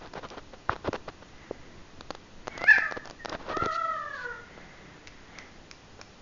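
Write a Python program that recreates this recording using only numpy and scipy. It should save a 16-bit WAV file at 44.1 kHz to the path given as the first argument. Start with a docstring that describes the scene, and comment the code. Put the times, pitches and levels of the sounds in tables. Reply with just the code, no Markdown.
"""A kitten noses about on cloth-covered bedding, close to a small hand-held camera's microphone.
The fabric rubs and snaps taut, and the mattress thuds. A short, high mew rings through the room, then
another cat further off gives a long falling meow: vocal-fold harmonics shaped by throat and mouth.
Near the end a hand brushes the cloth and ticks against a plastic bowl.
Behind it all lie steady hiss, camera rumble, faint distant swells and a few thin squeaks."""
import sys
import numpy as np
from scipy import signal
from scipy.fft import rfft, irfft, next_fast_len
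from scipy.io import wavfile
from scipy.ndimage import map_coordinates

SR = 44100
rng = np.random.default_rng(int(sys.argv[2]) if len(sys.argv) > 2 else 0)


def put_to_file(sound):
    """Save the sound as 16-bit audio at rate SR, in the file named by the first command-line argument."""
    columns = np.atleast_2d(sound).T  # one column per channel
    safe = np.clip(columns, -1, 1)
    whole_steps = np.round(safe * 32767)
    wavfile.write(sys.argv[1], SR, whole_steps.astype(np.int16))


N = 274081
TIME = np.arange(N) / SR


def amp(db):
    """Decibels to gain."""
    return 10 ** (np.asarray(db) / 20)


def unit(x):
    """Scale to rms 1."""
    return x / np.sqrt(np.mean(x ** 2) + 1e-20)


def along(points, hz):
    """Read (frequency [Hz], value) points on a log axis."""
    freqs, values = np.transpose(points)
    return np.interp(np.log(hz + 1), np.log(freqs + 1), values)


def curves(rows):
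    """One value per sample for each column after the time."""
    times, *columns = np.transpose(rows)
    return [np.interp(TIME, times, column) for column in columns]


def wobble(rate):
    """A smooth random curve, rate knots a second."""
    return map_coordinates(rng.standard_normal(int(N * rate / SR) + 4), [TIME * rate])


def filtered(x, response):
    """Weight the spectrum of x by a function of frequency."""
    size = next_fast_len(N + SR // 2)
    return irfft(rfft(x, size) * response(np.fft.rfftfreq(size, 1 / SR)), size)[:N]


def noise(spectrum):
    """Coloured noise of rms 1."""
    return unit(filtered(rng.standard_normal(N), lambda hz: amp(along(spectrum, hz))))


def gate(start, end, edge):
    """Opens from start to end, with ramps edge seconds long."""
    return np.clip(np.minimum(TIME - start, end - TIME) / edge + .5, 0, 1)


def ring(modes, rise):
    """Damped sines after a contact that builds over rise seconds, peak 1."""
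    t = np.arange(SR // 10) / SR
    x = sum(amp(db - 60 * t / t60) * np.sin(2 * np.pi * hz * t) for hz, db, t60 in modes)
    x *= 1 - np.exp(-(t / rise) ** 2)
    return x / np.abs(x).max()


def add(track, s, x):
    """Mix x into the track at s seconds."""
    part = track[round(s * SR):][:len(x)]
    part += x[:len(part)]


# Hiss and handling rumble at the microphone: (frequency [Hz], relative density [dB])
HISS_SPECTRUM = [(12, -37), (20, -12.5), (60, -12), (182, -13.5), (238, -16), (398, -17.5), (872, -21),
                 (985, -21), (1420, -24), (1650, -25), (2010, -23.5), (2210, -31), (2380, -26), (7000, -33),
                 (9100, -69), (15400, -120)]
RUMBLE_SPECTRUM = [(15, 14.5), (35, 0.5), (70, -1.5), (100, -2), (170, -8.5), (300, -0.5), (500, -15.5),
                   (1000, -28.5), (3000, -70.5)]

def background(hiss_db=-53, rumble_db=-51.5, calm_s=3.65, calm_db=-4):
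    """Steady hiss, and the rumble of the hand-held camera, which eases at calm_s."""
    hiss = amp(hiss_db) * noise(HISS_SPECTRUM)
    tremor_db = 2 * wobble(12)
    calm = np.clip((TIME - calm_s) / .2, 0, 1)
    return hiss + amp(rumble_db + calm_db * calm + tremor_db) * noise(RUMBLE_SPECTRUM)


def strokes(rows, spectrum, grain_db, edge):
    """Threads catch and slip in quick grains while the cloth slides."""
    pressure = sum(amp(db) * gate(s, s + length, edge) for s, length, db in rows)
    return pressure * unit(noise(spectrum) * amp(grain_db * wobble(700)))


def pat(hz):
    """A padded blow that dies within a few cycles."""
    return -ring([(hz, 0, 5 / hz), (hz * 2.2, -9, 3 / hz)], rise=.5 / hz)


# Paw or nose over the cloth, close to the microphone: (time [s], length [s], level [dB])
RUBS = [(0.155, 0.04, -38), (0.232, 0.03, -38), (0.372, .022, -38.5), (0.535, 0.009, -38.5),
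        (0.694, 0.049, -34), (0.847, 0.041, -34), (0.942, 0.019, -29.5), (1.08, 0.017, -35.5),
        (1.224, 0.01, -43.5), (2.966, 0.011, -34.5), (3.282, 0.028, -39.5), (3.32, .04, -34),
        (3.483, 0.053, -34.5), (3.61, 0.054, -37), (4.577, 0.01, -44), (5.993, 0.011, -44.5)]
# Spells of fidgeting on the bedding: (time [s], length [s], rub level [dB], relative snap level [dB])
FIDGETS = [(0.011, .075, -44.5, -42), (0.307, .05, -45, -52), (3.035, .085, -54, -35.5),
           (3.394, 0.088, -44, -51)]
# Sliding cloth at close range: (frequency [Hz], relative density [dB])
CLOTH_SPECTRUM = [(40, -1.5), (150, -3.5), (450, 3.5), (800, 2), (1400, -0.5), (2200, -11), (3800, -13.5),
                  (5500, -21.5), (7000, -32)]

def rubs():
    """Each stroke lands with a soft pat and slides on; fidgeting rubs lightly and unevenly."""
    out = strokes(RUBS, CLOTH_SPECTRUM, grain_db=3, edge=.017)
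    for s, _, db in RUBS:
        add(out, s, amp(db + 7.5) * pat(hz=517))
    fidgeting = strokes([row[:3] for row in FIDGETS], CLOTH_SPECTRUM, grain_db=1.5, edge=.02)
    return out + fidgeting * amp(2.5 * wobble(45))


# Close fabric snaps, each with a lighter slip just before (-) or after:
# (time [s], relative push level [dB], bright edge level [dB], slip offset [s])
SNAPS = [(0.1385, -28, -37.5, -.003), (0.3026, -50, -33.5, -.015), (0.763, -26, -40, -.006),
         (.9318, -18.5, -32.5, -0.002), (2.0094, -28, -36, -0.00077), (2.1057, -19.5, -27.5, 0.0037),
         (2.1499, -29.5, -37.5, 0.0024), (2.4802, -18, -29.5, -.008), (2.5778, -24.5, -31.5, 0.0034),
         (2.6176, -21, -31, -0.006), (2.6404, -17, -29.5, 0.0015), (2.7841, -17.5, -31, -.004),
         (2.9231, -20, -31.5, -0.011), (3.2576, -19, -27.5, -0.0086), (3.2964, -43.5, -29, -0.0014),
         (3.57, -20.5, -28, -0.0029), (3.6593, -22.5, -31, 0.00039)]

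def slips(lighter_db=-5.5, fidget_snaps_per_s=55):
    """Paired snaps, and tiny ones as the kitten fidgets: (time [s], relative push [dB], edge [dB])."""
    rows = [row[:3] for row in SNAPS]
    rows += [(s + offset, push + lighter_db, edge + lighter_db) for s, push, edge, offset in SNAPS]
    for s, length, _, db in FIDGETS:
        count = max(1, round(length * fidget_snaps_per_s))
        times = s + length * (np.arange(count) + rng.random(count)) / count
        push_db = rng.normal(db, 3, count)
        rows += zip(times, push_db, push_db - 3.5)
    return rows


# Modes of a taut patch of cloth: (frequency [Hz], relative level [dB], t60 [s])
SNAP_MODES = [(705, 10, 0.004), (1240, -5, 0.0083)]
# The bright edge of a snap, heard close: (frequency [Hz], relative density [dB])
CRINKLE_SPECTRUM = [(1200, -29), (2500, -6.5), (4500, -1), (7000, -12.5), (9000, -31)]

def snaps(edge_t60_s=.0069):
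    """Taut fabric lets go: one short push, and a burst of crinkling threads."""
    pushes, bursts = np.zeros(N), np.zeros(N)
    crinkle = noise(CRINKLE_SPECTRUM)
    fade = amp(-60 * np.arange(SR // 50) / SR / edge_t60_s)
    for s, push_db, edge_db in slips():
        detune = np.exp(.13 * rng.standard_normal())
        body = ring([(hz * detune, db, t60) for hz, db, t60 in SNAP_MODES], rise=.00019)
        add(pushes, s, amp(push_db + 3.5) * body)
        add(bursts, s, amp(edge_db) * fade)
    thin = filtered(pushes, lambda hz: 1j * hz / (1j * hz + 250))  # a small patch radiates little bass
    return thin + bursts * crinkle


def mattress_thud(hz=93, t60_s=.019):
    """The mattress gives under a blow."""
    return ring([(hz, 0, t60_s)], rise=.007)


def knock(s=.6945, db=-8.5, hz=1230, thud_db=-27):
    """One hard knock near the microphone swells and dies within a few cycles, over a mattress thud."""
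    out = np.zeros(N)
    cycles = np.arange(SR // 10) / SR * hz
    swell = (cycles * np.exp(1 - cycles)) ** 3
    blow = swell * np.cos(2 * np.pi * (cycles - .5))
    after_ring = amp(-7.5) * ring([(760, 0, .0052)], rise=.00055)
    add(out, s, amp(db) * (blow + after_ring) + amp(thud_db) * mattress_thud())
    return out


# Landings near the microphone: (time [s], pat peak [dB], pitch [Hz], thud peak [dB])
BUMPS = [(0.8788, -18.5, 520, -30), (0.8834, -16.5, 466, -44), (.888, -19, 271, -33),
         (1.510, -18, 448, -41.5), (2.974, -22.5, 444, -48.5), (3.501, -19, 620, -50),
         (3.571, -18, 400, -42.5), (3.623, -20, 350, -29), (3.662, -18.5, 398, -37)]

def bumps():
    """Weight lands on the bedding: a padded blow, with the mattress thudding below."""
    out = np.zeros(N)
    for s, db, hz, thud_db in BUMPS:
        add(out, s, amp(db) * pat(hz) + amp(thud_db) * mattress_thud())
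    return out


# Faint swells far from the microphone: (crest time [s], level [dB], rise [s], fade [s])
SWELLS = [(1.42, -54.5, 0.11, 0.38), (2.559, -44.5, 0.052, 0.12), (4.65, -51.5, 0.33, 0.5),
          (5.38, -47.5, 0.056, 0.08)]
# Their tone from the bedside: (frequency [Hz], relative density [dB])
SWELL_SPECTRUM = [(500, -6), (1200, -8), (1700, -4), (2080, -1), (2450, -13), (3200, -15), (7000, -34)]

def distant_swells():
    """Distant sound, strongest near 2 kHz, swells and fades: perhaps far-off squeaks or mews."""
    swells = sum(amp(db) * np.exp(-np.maximum((s - TIME) / rise, (TIME - s) / fade))
                 for s, db, rise, fade in SWELLS)
    return swells * amp(.94 * wobble(25)) * noise(SWELL_SPECTRUM)


# Faint squeaks in the room: (time [s], length [s], pitch [Hz], level [dB])
SQUEAKS = [(1.347, .42, 2025, -64), (2.513, 0.068, 2250, -45.5), (3.195, .04, 1915, -42),
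           (5.352, 0.082, 2150, -49.5)]

def squeaks(sag=.042, jitter=.018):
    """Thin, unsteady whistles that sag a little in pitch."""
    out = np.zeros(N)
    for s, length, hz, db in SQUEAKS:
        progress = np.clip((TIME - s) / length, 0, 1)
        pitch = hz * (1 - sag * progress + jitter * wobble(150))
        out += amp(db) * np.sin(2 * np.pi * np.cumsum(pitch) / SR) * gate(s, s + length, .015)
    return room(out, wet_db=-1.5)


# Turbulent air in the calling cat's throat: (frequency [Hz], relative density [dB])
RASP_SPECTRUM = [(700, -36), (1600, -2), (2500, 0), (3000, -10), (4000, -3), (5500, -7), (7000, -13)]

def voice(pitch, level_db, span, throat, jitter, flutter_db, rasp_db):
    """The vocal folds' unsteady harmonics slide through the resonances of the throat."""
    pitch = pitch * (1 + jitter * wobble(170))
    phase = 2 * np.pi * np.cumsum(pitch) / SR
    orders = np.arange(1, 11)[:, None]
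    gains = amp(along(throat, orders * pitch))
    tone = (gains * np.sin(orders * phase)).sum(0)
    tone /= np.sqrt((gains ** 2).sum(0) / 2)  # rms 1 at every pitch
    rasp = amp(rasp_db) * noise(RASP_SPECTRUM) * (1 + np.cos(phase))  # air escapes once a cycle
    return (tone + rasp) * amp(level_db + flutter_db * wobble(80)) * gate(*span, .011)


# The mew arches up and sinks back: (time [s], pitch [Hz])
MEW = [(2.595, 651), (2.66, 719.5), (2.688, 851), (2.712, 866.5), (2.732, 822.6), (2.753, 791.4),
       (2.764, 704), (2.92, 586)]
# Throat and mouth in the mew: (frequency [Hz], relative gain [dB])
MEW_THROAT = [(300, -42.5), (620, -8.5), (850, -26.5), (1230, 5), (1400, -13), (1700, 2), (2080, -2),
              (2500, -12), (3200, -31), (4200, -30.5), (5200, -31.5), (7000, -53.5)]

def mew(top_db=-13, floor_db=-41, db_per_octave=95.5):
    """A short cry rings in the room; effort raises loudness and pitch together."""
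    pitch, = curves(MEW)
    effort_db = top_db + db_per_octave * np.log2(pitch / pitch.max())
    level_db = 20 * np.log10(amp(effort_db) + amp(floor_db))
    span = MEW[0][0], MEW[-1][0]
    cry = voice(pitch, level_db, span, MEW_THROAT, jitter=.02, flutter_db=2.6, rasp_db=-32)
    return room(cry, wet_db=-3)


# The course of the long meow: (time [s], pitch [Hz], level [dB])
MEOW = [(3.5, 611, -43), (3.56, 630, -30), (3.6, 686.4, -28.5), (3.7, 639.5, -33), (3.78, 671, -29.5),
        (3.94, 631, -35), (4.0, 599.5, -40), (4.13, 569.8, -38.5), (4.19, 502, -38.5), (4.25, 482.6, -37.5),
        (4.36, 452, -44.5)]
# Throat and mouth in the meow: (frequency [Hz], relative gain [dB])
MEOW_THROAT = [(250, -27), (470, -7.5), (660, -14), (950, -10), (1350, 2), (1600, 2.5), (1950, -10.5),
               (2500, -30.5), (3200, -26), (4000, -32.5), (6000, -43)]

def meow():
    """Another cat, further from the microphone: a softer, rougher, falling cry, smeared by the room."""
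    pitch, level_db = curves(MEOW)
    span = MEOW[0][0], MEOW[-1][0]
    cry = voice(pitch, level_db, span, MEOW_THROAT, jitter=.024, flutter_db=2.4, rasp_db=-33)
    return room(cry, wet_db=.5)


# Fur passing close to the microphone: (time [s], length [s], level [dB])
SWISHES = [(3.715, 0.05, -43), (4.14, .12, -53)]
# Fur on fabric: (frequency [Hz], relative density [dB])
SWISH_SPECTRUM = [(1500, -32), (2500, -13), (3300, -15.5), (4350, -9), (5000, -18.5), (7000, -23)]

def fur_swishes():
    """Fur slides over the fabric with a light swish."""
    return strokes(SWISHES, SWISH_SPECTRUM, grain_db=2, edge=.022)


# A hand on the bedding, close by: (time [s], length [s], level [dB])
PRESSES = [(4.53, 0.174, -55), (4.79, 0.2, -52.5)]
# Bedding under the hand: (frequency [Hz], relative density [dB])
PRESS_SPECTRUM = [(60, -24), (170, 7), (240, -6), (320, -1.5), (500, -10), (1200, -19), (3000, -60)]

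def hand_presses():
    """The hand presses into the bedding with a dull scuff."""
    return strokes(PRESSES, PRESS_SPECTRUM, grain_db=1, edge=.052)


# Fingers on the bowl, with a little room around them: (time [s], relative level [dB])
TICKS = [(5.0725, -25), (5.0798, -29.5), (5.3866, -22), (5.713, -24.5), (6.014, -23.5)]
# The plastic bowl's resonances: (frequency [Hz], relative density [dB])
BOWL_SPECTRUM = [(200, -26), (1100, -3), (1700, -6.5), (2350, 7.5), (3400, -13.5), (5200, -2),
                 (7000, -12.5)]

def bowl_ticks(t60_s=.011):
    """Each tick is a dry crack of thin plastic, damped by the fingers."""
    decay = sum(amp(db - 60 * np.abs(TIME - s) / t60_s) * (TIME >= s) for s, db in TICKS)
    return room(amp(-5.5) * decay * noise(BOWL_SPECTRUM), wet_db=-9)


# Reverberation of the room around the bedding: (frequency [Hz], t60 [s])
ROOM_DECAY = [(300, .6), (1700, 0.53), (3000, 0.39), (7000, 0.59)]

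def room(x, wet_db):
    """Direct sound plus a diffuse tail, at about the same overall power."""
    hz, t, bands = signal.stft(rng.standard_normal(SR), SR, nperseg=256)
    decay = amp(-60 * t / along(ROOM_DECAY, hz)[:, None])
    _, tail = signal.istft(bands * decay, SR, nperseg=256)
    tail = np.pad(tail, (SR // 250, 0))  # 4 ms behind the direct sound
    freqs = np.fft.rfftfreq(len(tail), 1 / SR)
    midband = rfft(tail)[(freqs > 1000) & (freqs < 3000)]
    tail /= np.sqrt(np.mean(np.abs(midband) ** 2))
    return (x + amp(wet_db) * signal.fftconvolve(x, tail)[:N]) / np.hypot(1, amp(wet_db))


def scene():
    """From beside the bedding: the cloth is close and nearly dry, while the calls fill the room."""
    close = rubs() + snaps() + knock() + bumps() + fur_swishes() + hand_presses()
    around = background() + distant_swells() + squeaks() + mew() + meow() + bowl_ticks()
    return (room(close, wet_db=-23) + around)[None]


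def record(dry, top_hz=7000):
    """The camera's single microphone channel cuts off steeply above top_hz."""
    return filtered(dry[0], lambda hz: 1 / np.sqrt(1 + (hz / top_hz) ** 90))[None]


dry = scene()
out = record(dry)
put_to_file(out)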